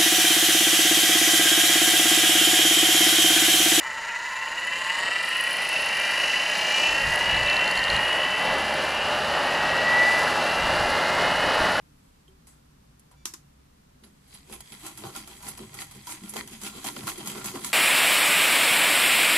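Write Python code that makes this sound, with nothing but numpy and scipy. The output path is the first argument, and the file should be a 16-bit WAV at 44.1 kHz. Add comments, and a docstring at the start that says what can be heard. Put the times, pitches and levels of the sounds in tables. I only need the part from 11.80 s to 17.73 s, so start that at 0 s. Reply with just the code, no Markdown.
"""An old cast-iron treadle sewing machine on a wooden table gathers speed, heard close by two microphones.
Its stitches are metal knocks and a rasp of thread and shuttle: rough noise and clicks that set metal ringing.
The table thuds underneath: low noise drives the resonances of the wood, and the stand shakes deeper still.
Before that a hand feels for the presser lever and drops it with a clack and a bounce: noise and fading tones.
Behind it all lies a quiet room: a steady hush of noise and two wavering hums."""
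import sys
import numpy as np
from scipy import signal
from scipy.fft import rfft, irfft, next_fast_len
from scipy.io import wavfile

SR = 44100
rng = np.random.default_rng(int(sys.argv[2]) if len(sys.argv) > 2 else 0)


def store_pcm(level_fs):
    """Save levels as 16-bit WAV."""
    pcm = np.round(np.clip(level_fs, -1, 1) * 32767).astype(np.int16)
    wavfile.write(sys.argv[1], SR, np.atleast_2d(pcm).T)


N = 261513   # length of the scene in samples
STEP = 16   # samples between envelope points

# equally strong noise at every pitch: (frequency [Hz], level per Hz [dB])
WHITE = [(20, 0), (20000, 0)]
# how alike left and right are for sounds close by: (frequency [Hz], likeness [-1 to 1])
NEAR_ALIKE = [(60, .995), (130, 1), (330, 0.94), (560, 0.03), (1170, 0.8), (2000, 0.082), (3100, 0.068),
              (15000, 0.033)]
# strokes of the stitch cycle: (time of the top [s], kind, rasp [dB], iron arm against the rasp [dB],
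# thud in the table [dB], upper table modes against the low ones [dB]); each part's gain comes on top
STROKES = [(2.27, "down", -62, -5, -52.5, -5.5), (2.553, "up", -51, -11, -56, -7),
           (2.736, "down", -45.5, -6.5, -50, 2.5), (2.941, "up", -51.5, -11, -47.5, -5),
           (3.0, "pull", -56, -10, -66, -3), (3.072, "down", -39, -6.5, -53, 9),
           (3.204, "pull", -47.5, -25, -52, 2.5), (3.265, "up", -44, -0.5, -44.5, 8.5),
           (3.383, "down", -39.5, -11, -47, 5.5), (3.512, "up", -47.5, -6, -52, 1.5),
           (3.57, "pull", -52, -24, -57, -1), (3.645, "pull", -57, 5, -67, 0),
           (3.685, "down", -36.5, -9.5, -45.5, 0.5), (3.821, "up", -50.5, -5, -44.5, 3),
           (3.96, "pull", -55, -0.5, -57.5, 4), (4.01, "down", -39, -12.5, -52.5, 4.5),
           (4.175, "up", -66, -18, -48, -6.5), (4.319, "down", -36, -12.5, -52.5, 6.5),
           (4.45, "up", -51.5, -6, -41, -3.5), (4.501, "pull", -45, -14, -54, -3),
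           (4.588, "down", -37.5, -7.5, -41, 3), (4.736, "up", -44.5, -11, -43, -3.5),
           (4.866, "down", -35.5, -12, -43, 0), (4.974, "up", -44, -6, -43, 2),
           (5.081, "down", -33.5, -10.5, -44, 6.5), (5.186, "up", -40.5, -15, -44, 5.5),
           (5.232, "pull", -50.5, 1.5, -49, 5), (5.295, "down", -33, -12, -43, 6.5),
           (5.396, "up", -44, -5, -45, 6), (5.432, "pull", -49.5, -4.5, -47, -7),
           (5.499, "down", -35, -11, -40, -2.5), (5.58, "up", -39.5, -4, -43, 7),
           (5.684, "down", -35, -9.5, -37.5, -2.5), (5.766, "up", -41.5, -3, -45, 10),
           (5.865, "down", -33.5, -11, -39.5, -0.5), (5.927, "up", -45, -9, -49, 1.5)]


def amp(db):
    """Turn dB into a gain."""
    return 10 ** (np.asarray(db, float) / 20)


def rms_one(x):
    """Scale a sound to rms 1."""
    return x / np.sqrt(np.mean(x ** 2) + 1e-30)


def at_hz(points, hz):
    """Read a table between its points on a log-frequency axis."""
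    table_hz, values = np.array(points).T
    return np.interp(np.log(hz), np.log(table_hz), values)


def noise(spectrum, alike):
    """Stereo noise of a given colour and left-right likeness, rms 1 overall."""
    size = next_fast_len(N)
    hz = np.maximum(np.fft.rfftfreq(size, 1 / SR), 1)
    mid, side = rfft(rng.standard_normal((2, size)))
    likeness = np.clip(at_hz(alike, hz), -1, 1)
    # the side part enters left and right with opposite signs
    both = np.sqrt(1 + likeness) * mid + np.sqrt(1 - likeness) * side * [[1], [-1]]
    coloured = both * amp(at_hz(spectrum, hz))
    return rms_one(irfft(coloured, size)[:, :N])


def band(x, low_hz, high_hz):
    """Band-pass that leaves white noise of rms 1 at about rms 1."""
    sos = signal.butter(3, [low_hz, min(high_hz, .45 * SR)], "band", fs=SR, output="sos")
    return signal.sosfilt(sos, x) * np.sqrt(SR / 2 / (high_hz - low_hz))


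def resonate(x, peaks):
    """Resonances side by side with alternating signs; none is narrower than 5 Hz."""
    out = 0
    for k, (hz, width, db) in enumerate(peaks):
        radius = np.exp(-np.pi * max(width, 5) / SR)
        feed = (1 - radius ** 2) / 2 * np.array([1, 0, -1])
        back = [1, -2 * radius * np.cos(2 * np.pi * hz / SR), radius ** 2]
        out = out + (-1) ** k * amp(db) * signal.lfilter(feed, back, x)
    return out


def swells(rows):
    """Power of every event over time: an exponential rise to its top and an exponential fall."""
    at, db, rise, fall = np.array(rows, float)[:, :4].T[:, :, None]
    ms = 1000 * (np.arange(N // STEP + 2) * STEP / SR - at)
    # rise and fall are the times in ms to cover 60 dB
    slope_db = np.where(ms < 0, 60 * ms / (rise + .01), -60 * ms / (fall + .01))
    return amp(2 * np.clip(db + slope_db, -200, 0))   # twice the dB gives power


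def coarse_curve(rows):
    """Power of a level curve at the envelope points."""
    s, db = np.transpose(rows)
    points_s = np.arange(N // STEP + 2) * STEP / SR
    return amp(2 * np.interp(points_s, s, db, left=-120))[None]


def envelope(power):
    """Add up the event powers and turn them into an amplitude for every sample."""
    total = np.sqrt(power.sum(axis=0))
    return np.interp(np.arange(N) / STEP, np.arange(power.shape[1]), total)


def grain(per_s, spread_db, share):
    """Gain that jumps with every tiny slip and dies within a few milliseconds; rms 1."""
    sizes = amp(spread_db * np.minimum(rng.exponential(1, N), 4))
    slips = (rng.random(N) < per_s / SR) * sizes
    jumps = signal.lfilter([1], [1, -.975], slips + 1e-18)
    share = np.clip(share, 0, 1)
    return rms_one(1 - share + share * rms_one(jumps))


def ring(at_s, hz, db, t60):
    """One struck mode: a pure tone that starts at once and falls by 60 dB in t60 seconds."""
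    t = np.maximum(np.arange(N) / SR - at_s, 0)
    return amp(db - 60 * t / t60) * np.sin(2 * np.pi * hz * t)


def struck(push, power, peaks, vary_db):
    """Every event drives each mode of a part with a strength of its own; neighbours alternate in sign."""
    strengths = amp(2 * vary_db * rng.standard_normal((len(power), len(peaks))))
    out = 0
    for k, peak in enumerate(peaks):
        drive = push * envelope(power * strengths[:, [k]])
        out = out + (-1) ** k * resonate(drive, [peak])
    return out / np.std(resonate(push, peaks))


def room():
    """Steady coloured noise makes the hush; narrow slices of noise make two wavering hums."""
    # colour of the hush: (frequency [Hz], level per Hz [dB])
    hush_colour = [(12, -26), (22, -4), (42, -13.5), (60, 1), (80, -11.5), (140, -11.5), (280, -12),
                   (330, -21), (480, -21), (1050, -23), (2100, -29.5), (4600, -32), (10000, -36),
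                   (15700, -44.5)]
    # left-right likeness of the room: (frequency [Hz], likeness [-1 to 1])
    room_alike = [(60, 0.99), (130, 1), (290, 0.64), (640, -0.83), (1410, 0.014), (15000, -0.079)]
    # the hums: (frequency [Hz], width [Hz] before the 5 Hz floor, level [dB])
    hum_peaks = [(64.3, 3.5, -70.5), (143.5, 13.6, -65)]
    hush_db = -58
    white = noise(WHITE, room_alike)
    out = amp(hush_db) * noise(hush_colour, room_alike)
    for hz, width, db in hum_peaks:
        out += amp(db) * rms_one(resonate(white, [(hz, width, 0)]))
    return out


def stand_shake():
    """Treadle and belt shake the stand: deep noise that follows a level curve, with extra jolts."""
    # rumble from treadle and belt: (time [s], level [dB])
    rumble = [(2.5, -83), (2.98, -59.5), (3.6, -62.5), (3.87, -52), (4.1, -55), (4.6, -62), (4.9, -63),
              (5.4, -56), (5.78, -50.5), (5.93, -73)]
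    # the treadle jolts the stand: (time [s], level [dB])
    jolts = [(3.27, -43), (4.67, -53), (5.24, -41)]
    rise_ms, fall_ms = 210, 140   # of a jolt, over 60 dB
    jolt_power = swells([(s, db, rise_ms, fall_ms) for s, db in jolts])
    # colour of the shake: (Hz, dB per Hz)
    shake = noise([(60, -22), (90, -6.5), (135, 5.5), (170, -6.0), (250, -52)], NEAR_ALIKE)
    return shake * envelope(np.vstack([coarse_curve(rumble), jolt_power]))


def table_top():
    """Each stroke pushes the wooden top with a swell of low noise, and the modes of the wood ring as a thud."""
    # thud under each kind of stroke: (time ahead of the rasp [ms], rise over 60 dB [ms], fall over 60 dB [ms])
    thud_shape = {"down": (26.9, 120, 347), "up": (17.2, 107, 266), "pull": (7.4, 170, 250)}
    # low modes of the table top: (frequency [Hz], width [Hz], level [dB])
    low_modes = [(152.8, 138, -10.5), (209, 20.2, 6)]
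    # upper modes of the table top: (frequency [Hz], width [Hz], level [dB])
    upper_modes = [(283, 31, -1.5), (315, 40, 1), (376, 69, -1)]
    thuds = []
    for s, kind, rasp_db, arm_db, thud_db, upper_db in STROKES:
        ahead_ms, rise_ms, fall_ms = thud_shape[kind]
        thuds.append((s - ahead_ms / 1000, thud_db, rise_ms, fall_ms, upper_db))
    push = band(noise(WHITE, NEAR_ALIKE), 102, 640)
    low_power = swells(thuds)
    upper_power = low_power * amp(2 * np.array(thuds)[:, [4]])
    out = amp(-1.0) * struck(push, low_power, low_modes, vary_db=0.5)
    return out + amp(-5.0) * struck(push, upper_power, upper_modes, vary_db=3.0)


def tap():
    """A small tap: struck tones that die away."""
    # tones of the tap: (time [s], frequency [Hz], level [dB], fall over 60 dB [s])
    tones = [(0.48, 3160, -51.5, 0.059), (0.485, 381, -56.5, 0.38)]
    return sum(ring(*tone) for tone in tones)


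def squeak():
    """The lever sticks and slips on its pivot: overtones of a steady slip rate make a faint squeak."""
    # the squeak: (start [s], end [s], slips per second [Hz], level before the overtone weights [dB])
    start, end, per_s, db = (1.36, 1.45, 1160, -69)
    t = np.arange(N) / SR
    slips = sum(np.sin(2 * np.pi * k * per_s * t) * k ** -.5 for k in range(2, 7))
    held = np.clip(np.minimum(t - start, end - t) / .01, 0, 1)   # 10 ms fades
    return amp(db) * slips * held


def lever():
    """The lever lands and bounces: each blow is a sharp noise burst, a tail and the lever's ringing modes."""
    # clack and bounce: (time [s], level [dB], rise over 60 dB [ms], fall over 60 dB [ms])
    blows = [(1.456, -21.5, 4.9, 15), (1.538, -33.5, 3.6, 41)]
    # colour of the burst and tail: (frequency [Hz], level per Hz [dB])
    burst_colour = [(120, -34), (250, -4.5), (400, -8), (520, -47), (750, -12.5), (1050, -4.5),
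                    (1700, -8.5), (2530, -9.5), (4140, -7), (5900, 0), (8400, -4), (11500, -9),
                    (14900, -21), (15700, -24)]
    # modes of the lever: (frequency [Hz], fall over 60 dB [s], level in the clack [dB], in the bounce [dB])
    modes = [(330, .15, -50, -58), (1050, .07, -52, -45), (1400, .06, -50, -52), (3623, .06, -44, -54),
             (4900, .06, -46, -50), (5900, .06, -34, -52), (6185, .1, -42, -56), (7122, .08, -46, -43),
             (8398, .06, -38, -52), (11630, .05, -40, -54), (14660, .13, -42, -64)]
    tail_db, tail_ms = -12.5, 197   # head and room ring on: level against the blow, fall over 60 dB
    left_lag_s = .0003   # the left microphone hears the modes this much later
    tails = [(s, db + tail_db, rise, tail_ms) for s, db, rise, fall in blows]
    out = noise(burst_colour, NEAR_ALIKE) * envelope(swells(blows + tails))
    for hz, t60, *levels in modes:
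        for blow, db in zip(blows, levels):
            out += [ring(blow[0] + lag_s, hz, db, t60) for lag_s in (left_lag_s, 0)]
    return out


def contacts():
    """List all contacts: time, level, rise, fall, then how strongly head, iron arm and shuttle ring."""
    # metal knocks: (time [s], kind, level before the part gains [dB], fall over 60 dB [ms])
    knock_times = [(2.2367, "slack", -54, 108), (2.477, "shuttle", -61, 175),
                   (2.5407, "shuttle", -46.5, 77), (2.6974, "crank", -48.5, 62),
                   (2.725, "shuttle", -45, 210), (2.8053, "hook", -38, 42), (2.9214, "slack", -46, 90),
                   (3.065, "hook", -36.5, 62), (3.175, "feed", -39.5, 110), (3.26, "crank", -58, 200),
                   (3.3501, "crank", -42, 105), (3.3618, "hook", -34, 62), (3.475, "feed", -41, 82),
                   (3.6266, "hook", -42, 65), (3.6836, "shuttle", -42.5, 120), (3.775, "feed", -40, 88),
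                   (3.9417, "feed", -39, 90), (4.0066, "hook", -36.5, 135), (4.111, "feed", -44.5, 140),
                   (4.1499, "feed", -48, 160), (4.27, "needle", -35, 160), (4.2937, "crank", -40, 64),
                   (4.436, "needle", -48, 150), (4.4934, "shuttle", -39, 82), (4.5376, "needle", -34, 57),
                   (4.56, "crank", -36, 50), (4.5663, "hook", -31, 51), (4.6753, "feed", -39.5, 70),
                   (4.7107, "needle", -51, 200), (4.815, "needle", -39, 210), (4.835, "hook", -32, 32),
                   (5.0437, "needle", -32, 190), (5.0682, "hook", -29.5, 40), (5.164, "crank", -42, 35),
                   (5.2706, "needle", -30.5, 182), (5.3768, "slack", -45.5, 200),
                   (5.459, "needle", -37.5, 240), (5.4734, "hook", -28, 44), (5.6437, "needle", -32, 130),
                   (5.6573, "hook", -30, 102), (5.754, "crank", -39, 43), (5.8459, "hook", -27.5, 42),
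                   (5.8906, "hook", -39, 55)]
    # what each kind of knock sets ringing: (head [dB], iron arm [dB], shuttle ring [dB])
    knock_colour = {"needle": (-7, -8, -16), "hook": (-6, -10, -2), "feed": (-5.5, -8.5, -2),
                    "shuttle": (-19, -28, 7.8), "crank": (-1.2, 1.6, -17), "slack": (3.4, -7.5, 5)}
    # rasp of needle going down, coming up and thread pulled tight:
    # (rise over 60 dB [ms], fall over 60 dB [ms], head [dB], shuttle ring [dB])
    rasp_shape = {"down": (244, 229, -3, -5.5), "up": (314, 312, -1.5, -8), "pull": (318, 256, -6, 0)}
    # fingers and cloth brushing the machine: (time of the top [s], level before the part gains [dB],
    # rise over 60 dB [ms], fall over 60 dB [ms], head [dB], iron arm [dB], shuttle ring [dB])
    touches = [(.25, -69, 1800, 1300, -4, -11, -18), (.48, -64, 3.4, 91, -6, -22, -1),
               (.67, -51.5, 5, 290, -8, -12.5, -9), (.74, -72, 360, 450, 1, -1, -13),
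               (1.195, -52.5, 4.5, 51, -16, -25, 0), (1.255, -66, 4.5, 55, -11, -25, -15),
               (1.313, -59.5, 3.2, 120, 0, 4, 0)]
    knock_rise_ms = 4.0
    rows = [(s, db, knock_rise_ms, fall_ms, *knock_colour[kind]) for s, kind, db, fall_ms in knock_times]
    for s, kind, rasp_db, arm_db, thud_db, upper_db in STROKES:
        rise_ms, fall_ms, head_db, shuttle_db = rasp_shape[kind]
        rows.append((s, rasp_db, rise_ms, fall_ms, head_db, arm_db, shuttle_db))
    return np.array(rows + list(touches), float)


def mechanism():
    """Rough contact noise, with a click at each sharp contact, sets head, small parts, arm and shuttle ringing."""
    # bearings and belt between strokes: (time [s], level before the part gains [dB])
    whir = [(2.3, -73), (2.6, -69), (2.9, -54), (3.3, -57), (4.2, -55), (4.7, -62), (5.3, -54), (5.93, -55)]
    # what the whir sets ringing: (head [dB], iron arm [dB], shuttle ring [dB])
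    whir_colour = (-1.1, -11, -9)
    # modes of the small steel parts: (frequency [Hz], width [Hz], level [dB])
    plate_modes = [(6000, 16.7, 1), (6650, 31, 4.5), (7370, 45, 1.5), (7880, 50, 2.5), (8550, 120, -1),
                   (9430, 60, 2.5)]
    # modes of the machine head: (frequency [Hz], width [Hz], level [dB])
    head_modes = [(1997, 185, -1), (2570, 305, -3.5), (3175, 125, 3), (3360, 300, -3.5), (4010, 125, -1),
                  (4804, 300, -2.5)]
    # modes of the iron arm: (frequency [Hz], width [Hz], level [dB])
    arm_modes = [(637, 37, -20), (791.4, 32, -5), (970, 32, -6.5), (1059, 54, -7.5), (1380, 39, -6)]
    # modes of the shuttle: (frequency [Hz], width [Hz], level [dB])
    shuttle_modes = [(10720, 90, -2), (10950, 70, 1.5), (11120, 110, -1), (10900, 600, -6),
                     (12830, 650, -21)]

    rows = contacts()
    power = np.vstack([swells(rows), coarse_curve(whir)])
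    colour = np.vstack([rows[:, 4:], whir_colour])
    head, arm, shuttle = (power * amp(2 * colour[:, [k]]) for k in range(3))
    level = envelope(power)

    sharp = rows[:, 2] < 10   # contacts that rise in under 10 ms
    at = np.round(rows[sharp, 0] * SR).astype(int) + STEP
    clicks = np.zeros((2, N))
    clicks[0, at + 2] = clicks[1, at] = amp(14.5)   # left comes two samples later

    fine = grain(per_s=1600.0, spread_db=3.0, share=.29)   # small parts slip often
    coarse = grain(per_s=150.0, spread_db=4.0, share=.35)   # the castings chatter in fewer, bigger grains
    # each part is rubbed at a place of its own
    steel, air, rings = (noise(WHITE, NEAR_ALIKE) * fine + clicks for part in range(3))
    iron, iron_rings = (noise(WHITE, NEAR_ALIKE) * coarse + clicks for part in range(2))

    out = amp(-4.5) * band(steel * level, 5580, 11800)
    out += amp(-10.5) * struck(rings, power, plate_modes, vary_db=4.0)
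    bright_level = level * (level / amp(-36)) ** .5   # harder contacts are brighter
    out += amp(-16.0) * band(air * bright_level, 13000, 16000)
    out += amp(-4.0) * band(iron * envelope(head), 1370, 4630)
    out += amp(-5.0) * struck(iron_rings, head, head_modes, vary_db=4.0)
    out += amp(-1.5) * band(iron * envelope(arm), 582, 1530)
    out += amp(-2.5) * struck(iron_rings, arm, arm_modes, vary_db=3.5)
    return out + amp(-6.0) * struck(rings, shuttle, shuttle_modes, vary_db=2.0)


def scene():
    """Room, stand, table, lever and hands, and the machine itself, added together."""
    before_drop = tap() + squeak()
    return room() + stand_shake() + table_top() + before_drop + lever() + mechanism()


def record(dry):
    """The two microphones colour the treble differently; the very top is cut."""
    # left microphone against the right: (frequency [Hz], level [dB])
    left_over_right = [(500, 0.0), (1200, 0), (4500, 0), (5800, -0.5), (8500, 2), (10000, -0.5),
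                       (11500, -11.5), (15000, -2.5)]
    cutoff_hz = 15950
    hz = np.linspace(1, SR / 2, 257)
    out = []
    for x, sign in zip(dry, (.5, -.5)):   # each side takes half of the difference
        taps = irfft(amp(sign * at_hz(left_over_right, hz)))
        taps = np.roll(taps, 256) * np.hanning(513)[:512]
        out.append(signal.fftconvolve(x, taps)[256:256 + N])   # skip the filter's delay
    top_cut = signal.cheby2(16, 60, cutoff_hz, fs=SR, output="sos")
    return signal.sosfilt(top_cut, np.array(out))


dry = scene()
out = record(dry)
store_pcm(out)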